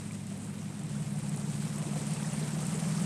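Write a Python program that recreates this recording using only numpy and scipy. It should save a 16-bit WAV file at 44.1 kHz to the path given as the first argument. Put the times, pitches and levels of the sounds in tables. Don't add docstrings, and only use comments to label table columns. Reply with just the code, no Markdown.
import sys
import numpy as np
from scipy import signal
from scipy.io import wavfile

SR = 44100
rng = np.random.default_rng(int(sys.argv[2]) if len(sys.argv) > 2 else 0)


def digitize_waveform(pressure):
    field = np.atleast_2d(pressure).T
    bounded = np.clip(field, -1, 1)
    quanta = np.round(bounded * 32767).astype(np.int16)
    wavfile.write(sys.argv[1], SR, quanta)


def invert_db(level):
    return 10 ** (np.asarray(level, dtype=float) / 20)


N = 134505

# time_s, working_cycles_per_s, load_db, throttle (0 idling, 1 pulling, 2 revving)
ENGINE_RUN = [(0, 5.76, -3.6, 0), (.19, 5.863, -3.6, 0), (.38, 5.9, -3.7, 0), (.57, 5.78, -3.8, 0),
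              (.76, 6.034, -2.8, .3), (.95, 6.275, -1.0, 1), (1.14, 6.257, -.8, 1), (1.33, 6.265, -.5, 1),
              (1.52, 6.319, -.2, 1), (1.71, 6.425, 0, 1), (1.9, 6.346, .2, 1), (2.09, 6.396, .4, 1),
              (2.28, 6.47, .6, 1), (2.47, 6.526, .9, 1.2), (2.66, 6.795, 1.5, 2), (2.85, 6.985, 2.7, 2),
              (3.04, 7.012, 3.9, 2)]
# multiple, idling_db, pulling_db, revving_db
FIRING_MULTIPLES = [(12, -10.5, -2.5, .5), (15, -2.5, -11, -10), (17, -9, -3, 5), (18, 12.6, 12.6, 10.5),
                    (19, -2, -4.5, -4), (20, -6, -8, -6), (21, 0, 6, 5.5), (22, -1, -4, -2.5),
                    (23, 10.8, 11, 10), (24, 5, 0, 0), (25, 2, 3.5, 4), (26, 2.5, 5, -5), (27, 0, 2.5, 6),
                    (28, 1, .5, -5), (29, -5, -1, 2), (30, 3, -3.5, -5), (31, -10, -11, -3.5),
                    (32, -13, 1.5, 2.5), (33, 1.5, 3.5, -1), (34, 0, -4, -10), (35, -10, -6, -11),
                    (36, 4, -5, -6), (37, -10, -5.8, -5), (39, .4, .4, -3), (41, 1.7, 1.7, 0),
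                    (43, 4.4, 4.4, 4.4)]
EXHAUST_THUMPS = [(.0135, .53, .0805, .98), (.1275, .81, .169, .76), (.3651, .9, .4028, .52),
                  (.5305, .9, .7112, .97), (.5545, .4, .7363, .68), (.7143, .7, .879, .61),
                  (.8935, .61, .9703, .71)]
# pitch_hz, level_db
EXHAUST_RESPONSE = [(65, -51), (85, -62), (105, -56), (120, -64), (132, -67.5), (144, -50), (160, -48),
                    (180, -55.5), (195, -45), (208, -45.5), (220, -55), (235, -60.5), (300, -70)]
WAVER_DB, WAVER_RAD, WAVER_HZ = .7, .1, 1.5

# start_s, level_db, centre_hz, fade_s (time to fall 60 dB)
DROP_SMACKS = [(.1101, -49, 8000, .02), (.12, -35.5, 7400, .012), (.129, -40, 8500, .015),
               (.134, -37.5, 4900, .012), (0.2688, -33.5, 8500, .008), (.369, -44, 8500, .008),
               (0.376, -34, 9500, .008), (0.4504, -37, 8500, .008), (.7935, -34.5, 9000, 0.0087),
               (0.8348, -34, 8500, .008), (1.1892, -31, 9800, 0.0095), (1.288, -40, 8500, .005),
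               (1.2937, -28.5, 9050, 0.012), (1.362, -27, 9000, .004), (1.3633, -37, 8500, 0.011),
               (1.3717, -32, 5940, 0.021), (1.398, -30, 8500, 0.0046), (1.7594, -30, 8500, 0.0088),
               (1.784, -30, 9500, .008), (2.0168, -34, 8500, .015), (2.067, -30, 8000, .012),
               (2.1082, -28, 9000, 0.0064), (2.114, -33, 9500, .006), (2.119, -30, 8500, 0.0064),
               (2.1355, -28, 8500, 0.0094), (2.1415, -32, 10500, .008), (2.147, -40, 8000, .008),
               (2.2814, -36, 9500, .008), (2.3334, -29.5, 8500, 0.011), (2.605, -29, 8300, .008),
               (2.613, -30, 9000, .01), (2.653, -32, 8000, .006), (2.667, -21.5, 8900, .009),
               (2.6943, -31, 7800, .006), (2.742, -31, 8500, .008)]
DROP_SPAN = 1.42
# start_s, level_db, pitch_hz (at the start)
LARGE_BUBBLES = [(0.11, -40, 2230), (.315, -46, 638), (0.953, -46, 1370), (.968, -45, 1510),
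                 (1.155, -45.5, 704), (1.376, -42.5, 802), (1.957, -39, 693), (2.096, -44, 692),
                 (1.962, -38.5, 498), (2.015, -44, 1470), (2.169, -40, 2570), (2.246, -38.5, 1780),
                 (2.33, -40, 2650), (2.412, -40, 398), (2.428, -37, 3850), (1.866, -45, 3600),
                 (2.23, -40.5, 3400), (2.63, -41.5, 503), (2.746, -35, 421), (2.805, -47, 2600),
                 (2.981, -38.5, 1196)]
PLOP_CYCLES = 52.0

# time_s, rush_db, treble_db (above or below the rush)
WHEEL_CHURN = [(0, -52, 2), (.2, -56, 3), (.5, -54, 2.5), (.8, -53.5, 1), (1.1, -51.5, 1.5),
               (1.35, -50.5, 1), (1.6, -49.5, 2.5), (1.85, -47.5, 1), (2.05, -45.5, 1), (2.2, -45.5, -1.5),
               (2.35, -44.5, -1), (2.5, -45, -1), (2.68, -43, -4), (2.85, -45.5, 2), (3.05, -42.5, -2.5)]
SPRAY_PER_S, SPRAY_DB, SPRAY_SIZES_DB = 2500, -8, 5
SPRAY_CLUMP_DB, SPRAY_CYCLES = 5, 2.94
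BUBBLES_PER_S, BUBBLES_DB, BUBBLE_CYCLES = 500, -6.5, 21.6
BUBBLE_RISE = 0.2

# pitch_hz, level_db (for equal widths in Hz)
RUSH_TONE = [(25, -34), (55, -25), (90, -25), (150, 3), (200, -2), (240, -6.5), (280, -8.5), (400, -8.5),
             (650, -10), (1060, -14), (1660, -18.5), (2350, -19), (3300, -24.5), (6000, -24), (9000, -27.5),
             (15000, -33.5)]
# (same scale, rush at 0 dB)
BAY_TONE = [(25, -80), (55, -70), (90, -56), (140, -52), (200, -49.5), (250, -49.5), (320, -54.5),
            (450, -76), (900, -82), (2300, -74), (4000, -77.5), (15000, -106)]
RUSH_DB, TREBLE_FROM_HZ = 22, 8700

MIC_PEAK_HZ, MIC_WIDTH_HZ, MIC_PEAK_DB, MIC_TOP_HZ = 8490, 1440, 12.5, 11300


def rms_one(x):
    return x / np.sqrt(np.mean(x ** 2) + 1e-20)


def in_time(rows):
    s, *columns = np.transpose(rows)
    return [np.interp(np.arange(N) / SR, s, column) for column in columns]


def at_hz(points, hz):
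    point_hz, point_db = np.transpose(points)
    return np.interp(np.log(hz), np.log(point_hz), point_db)


def drift(hz):
    r = np.exp(-80 * np.pi * hz / SR)
    noise = rng.standard_normal(N // 40 + 2002)
    slow = signal.lfilter([1], [1, -2 * r, r * r], noise)[2000:]
    return np.interp(np.arange(N) / 40, np.arange(len(slow)), rms_one(slow - slow.mean()))


def ring(clicks, hz, t60):
    r = invert_db(-60 / (t60 * SR))
    w = 2 * np.pi * hz / SR
    return signal.lfilter([0, np.sin(w)], [1, -2 * r * np.cos(w), r * r], clicks + 1e-18)


def add(out, s, sound):
    i = int(s * SR)
    out[i:i + len(sound)] += sound[:N - i]


def bubble(hz, cycles):
    turns = np.arange(int(cycles / hz * SR)) * hz / SR
    onset = 1 - np.exp(-turns / 0.24)
    fade = invert_db(-60 * turns / cycles)
    return onset * fade * np.sin(2 * np.pi * turns * (1 + BUBBLE_RISE * turns / cycles))


def engine():
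    rate, load_db, throttle = in_time(ENGINE_RUN)
    cycle = 2 * np.pi * np.cumsum(rate) / SR
    loaded = np.minimum(throttle, 1)
    columns = np.transpose(EXHAUST_THUMPS)
    places, strengths = columns[0::2], columns[1::2]
    out = 0
    for k, *state_db in FIRING_MULTIPLES:
        idling, pulling = np.angle(np.sum(strengths * np.exp(-2j * np.pi * k * places), axis=1))
        lined_up = idling + loaded * np.angle(np.exp(1j * (pulling - idling)))
        firing_db = np.interp(throttle, range(3), state_db) + load_db
        level = invert_db(firing_db + at_hz(EXHAUST_RESPONSE, k * rate) + WAVER_DB * drift(WAVER_HZ))
        phase = k * cycle + lined_up + WAVER_RAD * drift(WAVER_HZ)
        out = out - np.sqrt(2) * level * np.sin(phase)
    return out


def drops():
    out, age = np.zeros(N), np.arange(SR // 40) / SR
    noises = rng.standard_normal((len(DROP_SMACKS), len(age)))
    for (s, db, hz, t60), noise in zip(DROP_SMACKS, noises):
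        envelope = invert_db(-60 * age / t60) * (1 - np.exp(-age / .0002))
        burst = envelope * np.tanh(3 * noise)
        band = signal.butter(2, [hz / DROP_SPAN, hz * DROP_SPAN], "band", fs=SR, output="sos")
        burst = signal.sosfilt(band, burst)
        add(out, s, invert_db(db - MIC_PEAK_DB + 3) * burst / np.abs(burst).max())
    return out


def plops():
    out = np.zeros(N)
    for s, db, hz in LARGE_BUBBLES:
        add(out, s, invert_db(db) * bubble(hz, PLOP_CYCLES))
    return out


def spray():
    sizes = invert_db(SPRAY_SIZES_DB * np.minimum(rng.exponential(1, N), 4.)) * rng.choice([-1, 1], N)
    clumps = invert_db(SPRAY_CLUMP_DB * (.6 * drift(14.) + drift(40.)))
    born = rng.random(N) < SPRAY_PER_S * clumps / SR
    pitches = np.geomspace(1800, 14000, 16)
    dealt = rng.integers(0, 16, N)
    rings = [ring(sizes * born * (dealt == k), hz, SPRAY_CYCLES / hz) for k, hz in enumerate(pitches)]
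    return rms_one(sum(rings))


def bubbles():
    out = np.zeros(N)
    draws = rng.random((1000, 3))
    times = np.cumsum(-np.log(draws[:, 0])) / BUBBLES_PER_S
    for s, (_, size, pitch) in zip(times[times < N / SR], draws):
        hz = 330 * 13. ** pitch
        db = 6.1 * min(-np.log(size), 2.5) - 2.3 * np.log2(hz / 330)
        add(out, s, invert_db(db) * bubble(hz, BUBBLE_CYCLES))
    return rms_one(out)


def rush(churn_db, treble_db, shared_db, own_db):
    surge = .4 * drift(9.) + .7 * drift(25.)
    edges = 25 * 2 ** np.arange(0, 9.4, 1 / 3)
    white = rng.standard_normal((2, N + SR // 2))
    out = 0
    for k, (low, high) in enumerate(zip(edges, edges[1:])):
        sos = signal.butter(2, [low, high], "band", fs=SR, output="sos")
        band = signal.sosfilt(sos, white[k % 2])[-N:]
        hz = np.sqrt(low * high)
        bright = 1 / (1 + (TREBLE_FROM_HZ / hz) ** 2)
        wave_db = churn_db + at_hz(RUSH_TONE, hz) + bright * (treble_db + shared_db * surge)
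        wave = invert_db(wave_db + own_db * drift(27.4))
        bay = invert_db(at_hz(BAY_TONE, hz))
        out = out + invert_db(RUSH_DB) * band * np.hypot(wave, bay)
    return out


def scene():
    churn_db, treble_db = in_time(WHEEL_CHURN)
    grains = invert_db(SPRAY_DB + treble_db) * spray() + invert_db(BUBBLES_DB) * bubbles()
    water = rush(churn_db, treble_db, shared_db=0.5, own_db=1.96) + invert_db(churn_db) * grains
    return (engine() + drops() + plops() + water)[None]


def top_cut(x):
    return signal.sosfilt(signal.butter(12, 15600, fs=SR, output="sos"), x)


def record(dry):
    r, w = np.exp(-np.pi * MIC_WIDTH_HZ / SR), 2 * np.pi * MIC_PEAK_HZ / SR
    port = signal.lfilter([(1 - r * r) / 2, 0, (r * r - 1) / 2], [1, -2 * r * np.cos(w), r * r], dry)
    peaked = dry + (invert_db(MIC_PEAK_DB) - 1) * port
    mix = signal.sosfilt(signal.butter(4, MIC_TOP_HZ, fs=SR, output="sos"), peaked)
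    return top_cut(mix)


dry = scene()
out = record(dry)
digitize_waveform(out)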